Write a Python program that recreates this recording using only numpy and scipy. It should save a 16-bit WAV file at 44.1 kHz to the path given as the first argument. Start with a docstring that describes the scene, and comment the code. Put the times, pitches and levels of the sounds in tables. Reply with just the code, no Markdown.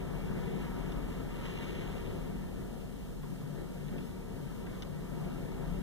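"""Storm at a window, from indoors.

Gusts shake the pane, drone in the window recess, hum past the closed window, roar round the walls
and rush through the trees. One squall throws fine rain on the glass; a few heavier drops tick on
the sill. Two spaced microphones pick it up over their own faint hiss."""
import sys
import numpy as np
from scipy import signal
from scipy.fft import rfft, irfft, next_fast_len
from scipy.io import wavfile
from scipy.ndimage import uniform_filter1d, map_coordinates

SR = 44100
rng = np.random.default_rng(int(sys.argv[2]) if len(sys.argv) > 2 else 0)


def inscribe(sig):
    """Save sig as 16-bit PCM at rate SR to the path in sys.argv[1].

    A 1-D sig is mono; a 2-D sig holds one channel per row.
    Samples are clipped to [-1, 1] before scaling.
    """
    pcm = np.round(np.clip(np.atleast_2d(sig).T, -1, 1) * 32767)
    wavfile.write(sys.argv[1], SR, pcm.astype(np.int16))


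N = 256662

# wind strength; roar, rush, rumble, drone, base hum and drizzle each follow their own share:
# t/s, level about the mean/dB
WIND_STRENGTH = [(0, 3), (0.2, 5), (0.55, 5), (1.2, 3), (1.55, 2), (1.92, 2), (2.2, -0.9), (2.45, -2.5),
                 (3.0, -6), (3.42, -4.5), (3.6, -3.5), (4.15, -3.5), (4.7, -1.5), (5.03, -2), (5.35, -0.5),
                 (5.82, 1.5)]


def amp(db):
    """Decibels to gain."""
    return 10 ** (np.asarray(db) / 20)


def unit(x):
    """Scale to rms 1."""
    return x / np.sqrt(np.mean(x ** 2) + 1e-20)


def along(points, hz):
    """Interpolate (f/Hz, value) points on a log axis."""
    f, values = np.transpose(points)
    return np.interp(np.log(hz + 1), np.log(f + 1), values)


def curve(points):
    """Interpolate (t/s, value) points per sample."""
    return np.interp(np.arange(N) / SR, *np.transpose(points))


def swell(peak_s, length_s):
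    """Bell of height 1, above half for length_s."""
    return np.exp2(-(2 * (np.arange(N) / SR - peak_s) / length_s) ** 2)


def wobble(rate_hz):
    """Smooth random curve, rate_hz knots a second."""
    knots = rng.standard_normal(int(N * rate_hz / SR) + 4)
    return map_coordinates(knots, [np.arange(N) * rate_hz / SR])


def filtered(x, response):
    """Apply a frequency response."""
    size = next_fast_len(N + SR // 2)
    return irfft(rfft(x, size) * response(np.fft.rfftfreq(size, 1 / SR)), size)[..., :N]


def resonance(hz, centre_hz, width_hz):
    """Gain of one mode, 1 at its centre."""
    return hz * width_hz / np.hypot(centre_hz ** 2 - hz ** 2, hz * width_hz)


def steadied(x, span_s):
    """Even out a noise's own swells: divide by its running rms."""
    power = uniform_filter1d(np.mean(x ** 2, axis=0), max(int(span_s * SR), 1))
    return x / np.sqrt(np.abs(power) + 1e-9)


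def noise_pair():
    """Two independent white noises."""
    return rng.standard_normal((2, N))


def microphones(pair, gain, coherence=None, balance=None):
    """Spaced pair: two independent signals become coloured, partly coherent stereo of rms 1."""
    # phase lead of left over right: f/Hz, phase/rad
    lead = [(0, 0), (340, 3.8), (690, 5.2), (1380, 6.3), (2410, 9.3), (2670, 9.5), (3530, 12.4),
            (3790, 12.7), (4740, 16.0), (5250, 16.8), (5940, 19.8), (6290, 19.8), (8790, 12.7),
            (15500, -3.5)]
    # likeness of the channels: f/Hz, coherence
    default_coherence = [(20, .5), (43, .68), (70, .15), (130, .45), (250, .45), (450, .62), (560, .55),
                         (750, .76), (1000, .91), (1300, .96), (2000, .8), (2400, .99), (2700, 1),
                         (3100, .85), (3700, 1), (6000, .7)]
    # left minus right: f/Hz, level/dB
    default_balance = [(25, 2.5), (43, 2.5), (70, -1), (110, 4.5), (250, 2.5), (390, 6), (700, 3),
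                       (1300, 1.5), (2550, 0), (4400, -.3), (6000, 3), (12000, 1)]
    coherence = coherence or default_coherence
    balance = balance or default_balance
    angle = lambda hz: np.arccos(np.clip(along(coherence, hz), 0, 1)) / 2
    mid, side = filtered(pair, lambda hz: np.array([np.cos(angle(hz)), np.sin(angle(hz))]))
    half = np.array([[1], [-1]]) / 2
    pan = lambda hz: amp(half * along(balance, hz))
    phase = lambda hz: np.exp(1j * half * np.interp(hz, *np.transpose(lead)))
    return unit(filtered(np.array([mid + side, mid - side]), lambda hz: gain(hz) * pan(hz) * phase(hz)))


def through_frame(spectrum):
    """Response of an outdoor spectrum coloured by the window frame."""
    # frame resonances: f/Hz, width/Hz, lift/dB
    modes = [(377.5, 48, 10), (453.4, 67, 8), (573, 43, 6), (689, 91, 6.5), (931.5, 49, 7),
             (1100, 29, -9.5), (1200, 48, 2), (1317, 42, 5), (1788, 260, 8.5), (1947, 30, 6),
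             (2778, 105, 12), (3090, 210, 4)]
    lift_db = lambda hz: sum(db * resonance(hz, f, width) ** 2 for f, width, db in modes)
    return lambda hz: amp(along(spectrum, hz) + lift_db(hz))


def blown(level_db, wind_share, flutter_db, flutter_hz):
    """Gain of a layer that follows the wind, with its own turbulence."""
    return amp(level_db + wind_share * curve(WIND_STRENGTH) + flutter_db * wobble(flutter_hz))


def gusts_db():
    """Extra push of single gusts on pane, recess, walls and trees, per sample."""
    # gusts striking the house: peak t/s, length/s, pane/dB, recess/dB, walls/dB, trees/dB
    gusts = [(0.308, 0.13, 1, 5, 0, -1), (0.566, 0.099, -4, 3.5, 0.5, 1), (0.965, 0.63, -0.5, 2.5, -1, 0),
             (2.152, 0.18, 5, 0.5, 3.5, 0), (2.37, 0.17, 0.5, 4.5, 0.5, 0), (2.598, 0.074, 8, 3.5, 2.5, 0),
             (3.594, 0.087, 2, -3, 3, 2.5), (3.96, 0.11, 2.5, 3.5, 2, 2.5),
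             (4.302, 0.12, 4, 0.5, 0.5, -0.5), (4.73, 0.11, 1, 0.5, 1, 1), (5.267, 0.21, -2, 3, 0.5, 0.5),
             (5.77, 0.15, 6.5, 4.5, -1, -0.5)]
    return sum(np.outer(db, swell(peak_s, length_s)) for peak_s, length_s, *db in gusts)


def hiss(level_db=-60.5, waver_db=0.5):
    """Faint, nearly even hiss of distant rain and of the microphones themselves."""
    # hiss spectrum: f/Hz, level/dB
    spectrum = [(100, 3), (2000, -12), (2550, 7), (3200, 4.5), (4300, 4), (6000, 1.5), (9000, 1.9),
                (15000, 0)]
    # f/Hz, coherence
    coherence = [(1800, 0.62), (2550, 1.0), (3300, 0.13), (4700, 0.55), (5600, 0.12), (8000, 0.36),
                 (15000, 0.077)]
    noise = microphones(noise_pair(), lambda hz: amp(along(spectrum, hz)), coherence, [(8000, 0.25)])
    return amp(level_db + waver_db * wobble(15)) * noise


def squall(peak_s=1.452, peak_db=-50, attack_s=0.085, hold_s=0.42, sag_db_per_s=5.5, decay_db_per_s=26):
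    """Gain of the squall's rain: fast attack, sagging hold, decay."""
    t = np.arange(N) / SR - peak_s
    fall_db = sag_db_per_s * np.clip(t, 0, hold_s) + decay_db_per_s * np.maximum(t - hold_s, 0)
    return amp(peak_db - fall_db) * np.exp(np.minimum(t, 0) / attack_s)


def spray(hits_per_s=1800, scatter_db=-0.5, flurry_db=1.0):
    """Droplets of uneven size patter on the glass: faint with the wind, louder in the squall."""
    # patter spectrum: f/Hz, level/dB
    spectrum = [(500, -19), (1200, -3.5), (1800, -9.5), (2300, 0.5), (2700, -5.5), (3400, -5),
                (4150, -11.5), (4900, -18), (6200, -16.5), (8000, -23.5), (15000, -27)]
    hits = rng.random((2, N)) < hits_per_s / SR
    sizes = rng.choice([-1, 1], (2, N)) * amp(scatter_db * noise_pair())
    patter = steadied(microphones(hits * sizes, through_frame(spectrum)), span_s=0.08)
    drizzle = blown(level_db=-67, wind_share=0.74, flutter_db=2.7, flutter_hz=14)
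    return np.hypot(drizzle, squall()) * amp(flurry_db * wobble(50)) * patter


def sill_drops(splash_s=0.015, crack_db=13.5, crack_db_per_oct=11, t60_s=0.1, rise_s=0.0022, gain_db=-6):
    """Each drop cracks on the sill and splashes; the spot rings until the spreading water damps it."""
    # heavy drops: t/s, relative level/dB, tilt/(dB/oct), ring f/Hz, ring over splash/dB
    drops = [(0.92, -49.5, -5, 3540, 4), (1.75, -51, -6, 3420, 2), (2.812, -59, -3, 3370, 5),
             (3.231, -52, -25, 1340, 7), (3.884, -53, -10, 3300, -1), (3.937, -56, -9, 1800, -2),
             (3.982, -51.5, -9, 3270, 6), (4.667, -50.5, -13, 1990, 6.5), (4.822, -44, 1, 3600, 4.5),
             (5.248, -58, -2, 3620, 2)]
    # sill resonances, colouring crack and splash: f/Hz, width/Hz, level/dB
    sill_modes = [(1410, 1100, -3), (2230, 730, -2), (2720, 1100, 5), (3570, 390, 0), (4650, 480, -17),
                  (4980, 450, -3.5), (6050, 590, -9.5), (7100, 1600, -28)]
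    # mode pair of the struck spot: ratio to ring f, level/dB
    ring_modes = [(1, -3), (0.8, 1.5)]
    track = np.zeros((2, N))
    t = np.arange(2048) / SR
    hz = np.fft.rfftfreq(len(t), 1 / SR)
    sill = sum(amp(db) * resonance(hz, f, width) ** 2 for f, width, db in sill_modes)
    octaves = lambda f: np.log2(np.clip(f, 1000, 7000) / 1000)
    impulse = lambda f, width: width ** 2 * t * np.exp(-np.pi * width * t) * np.sin(2 * np.pi * f * t)
    spread = np.exp(-(t / splash_s) ** 4)
    ring_envelope = spread * amp(-60 * t / t60_s) * (1 - np.exp(-t / rise_s))
    for start_s, level_db, tilt, ring_hz, ring_db in drops:
        crack = sum(amp(db + (tilt + crack_db_per_oct) * octaves(f)) * impulse(f, width)
                    for f, width, db in sill_modes)
        noise = irfft(rfft(rng.standard_normal(len(t))) * sill * amp(tilt * octaves(hz)))
        splash = unit(noise * spread) * np.sqrt(np.mean(spread ** 2))
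        ring = sum(amp(db) * np.sin(2 * np.pi * ratio * ring_hz * t) for ratio, db in ring_modes)
        drop = amp(crack_db) * crack / np.abs(crack).max() + splash + amp(ring_db) * ring_envelope * ring
        track[0, round(start_s * SR):][:len(t)] += amp(level_db + gain_db) * drop
    rms = np.sqrt(np.mean(track[0] ** 2))
    return rms * microphones(track, np.ones_like, coherence=[(3000, 1)])


def pane_thrum(centre_hz=40, width_hz=17, skirt_db=-19):
    """The whole pane flexes in its deepest mode as the pressure on it comes and goes."""
    # pressure swings on the pane: t/s, level/dB
    pressure = [(0, -43.5), (0.27, -43), (0.6, -46), (1.03, -39.5), (1.15, -44.5), (1.66, -49),
                (1.8, -44.5), (2.3, -44), (2.95, -48.5), (3.2, -45), (3.38, -56), (3.85, -48), (4.3, -50),
                (4.5, -49.5), (5.02, -49.5), (5.2, -45.5), (5.5, -48), (5.72, -39), (5.82, -43)]
    gain = lambda hz: resonance(hz, centre_hz, width_hz) ** 2 + amp(skirt_db) * resonance(hz, 26, 45) ** 2
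    return amp(curve(pressure)) * steadied(microphones(noise_pair(), gain), span_s=0.11)


def window_hum(centre_hz=149, width_hz=20, swell_width_hz=15, left_db=12.5, base_db=-49, wind_share=0.49):
    """Air forced past the closed window hums in a narrow resonance; each swell has its own pitch."""
    # hum swells: peak t/s, length/s, level/dB, f/Hz
    swells = [(0.163, 0.16, -42, 148), (0.422, 0.26, -43.5, 151), (0.9, 0.66, -51.5, 161),
              (2.186, 0.093, -43, 157), (3.31, 0.22, -44, 149.4), (3.508, 0.19, -43, 148),
              (3.858, 0.27, -43.5, 148.4), (4.436, 0.12, -43.5, 147.5), (4.93, 0.21, -44, 152.4),
              (5.196, 0.15, -42.5, 155), (5.45, 0.35, -44.5, 149), (5.705, 0.13, -40.5, 150.6)]

    def band(pitch_hz, band_hz):
        """Narrow noise band of even strength."""
        gain = lambda hz: resonance(hz, pitch_hz, band_hz) ** 2
        return steadied(microphones(noise_pair(), gain, balance=[(centre_hz, left_db)]), span_s=0.034)

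    base = amp(base_db + wind_share * curve(WIND_STRENGTH))
    envelopes = [amp(db) * swell(peak_s, length_s) for peak_s, length_s, db, _ in swells]
    hum = base * band(centre_hz, width_hz)
    hum += sum(envelope * band(f, swell_width_hz) for envelope, (*_, f) in zip(envelopes, swells))
    return np.hypot(base, sum(envelopes)) * steadied(hum, span_s=0.11)


def eddies(depth_db):
    """Noise pair whose strength drifts in patches of time and frequency."""
    spectra = signal.stft(noise_pair(), nperseg=512)[2]
    patches = uniform_filter1d(rng.standard_normal(spectra.shape[1:]), size=6, axis=0)
    patches = uniform_filter1d(patches, size=14, axis=1)
    return signal.istft(spectra * amp(depth_db * unit(patches)), nperseg=512)[1][:, :N]


def outdoor_wind():
    """Eddies make a dull roar round the walls and a brighter rush in the trees."""
    # wind round the walls: f/Hz, level/dB
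    roar_spectrum = [(60, -21), (130, -11), (230, -1.5), (310, 3.5), (400, -4), (500, -3), (620, -9.5),
                     (800, -11), (1200, -33), (3000, -55)]
    # wind in the trees: f/Hz, level/dB
    rush_spectrum = [(300, -19), (600, -11.5), (850, -1), (1100, 0.5), (1500, -4), (1900, -11.5),
                     (2300, -3.5), (2650, -15), (3500, -13), (4300, -21), (8000, -27.5), (16000, -27)]
    roar = microphones(eddies(depth_db=1.35), through_frame(roar_spectrum))
    rush = microphones(eddies(depth_db=1.05), through_frame(rush_spectrum))
    roar *= blown(level_db=-46.0, wind_share=0.68, flutter_db=0.5, flutter_hz=7.8)
    rush *= blown(level_db=-54.5, wind_share=0.86, flutter_db=0.4, flutter_hz=11)
    _, _, walls_db, trees_db = gusts_db()
    return roar * amp(walls_db) + rush * amp(trees_db)


def buffeting(low_hz=150, high_hz=330):
    """Gusts push on the pane, which rumbles and sets the air of the recess droning."""
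    # broad rumble of the pane: f/Hz, level/dB
    rumble_spectrum = [(5, -29), (25, -17.5), (60, -13), (85, -11), (115, -6), (200, -28), (500, -62)]
    # pane resonances: f/Hz, width/Hz, level/dB
    pane_modes = [(73, 36, -8.5), (104, 13, -8)]
    # standing waves in the recess: f/Hz, width/Hz, left/dB, right/dB
    recess_modes = [(164, 12, -6, -15.5), (182.5, 6.7, -3.5, 2), (195.7, 7.9, -2, -9.5),
                    (226, 16.3, -7, -8.5), (260.7, 11.5, -5.5, -9.5)]

    def pane(hz):
        """Broad rumble and pane modes, summed in power."""
        power = sum((amp(db) * resonance(hz, f, width) ** 2) ** 2 for f, width, db in pane_modes)
        return np.sqrt(amp(along(rumble_spectrum, hz)) ** 2 + power)

    def recess(hz):
        """Standing waves per channel, summed in power and band-passed."""
        power = sum((amp([[left_db], [right_db]]) * resonance(hz, f, width)) ** 2
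                    for f, width, left_db, right_db in recess_modes)
        return np.sqrt(power / (1 + (hz / high_hz) ** 8) / (1 + (low_hz / (hz + 1)) ** 8))

    rumble = steadied(microphones(noise_pair(), pane), span_s=0.12)
    drone = steadied(microphones(noise_pair(), recess, balance=[(150, 0)]), span_s=0.074)
    rumble *= blown(level_db=-50.0, wind_share=0.49, flutter_db=1.0, flutter_hz=15)
    drone *= blown(level_db=-44.5, wind_share=0.17, flutter_db=0.66, flutter_hz=6.5)
    pane_db, recess_db, _, _ = gusts_db()
    return rumble * amp(pane_db) + drone * amp(recess_db)


def scene():
    """Wind and rain on the window."""
    return pane_thrum() + buffeting() + window_hum() + outdoor_wind() + spray() + sill_drops() + hiss()


def record(dry):
    """Brick-wall low-pass."""
    top_hz = 15550
    return filtered(dry, lambda hz: hz < top_hz)


dry = scene()
out = record(dry)
inscribe(out)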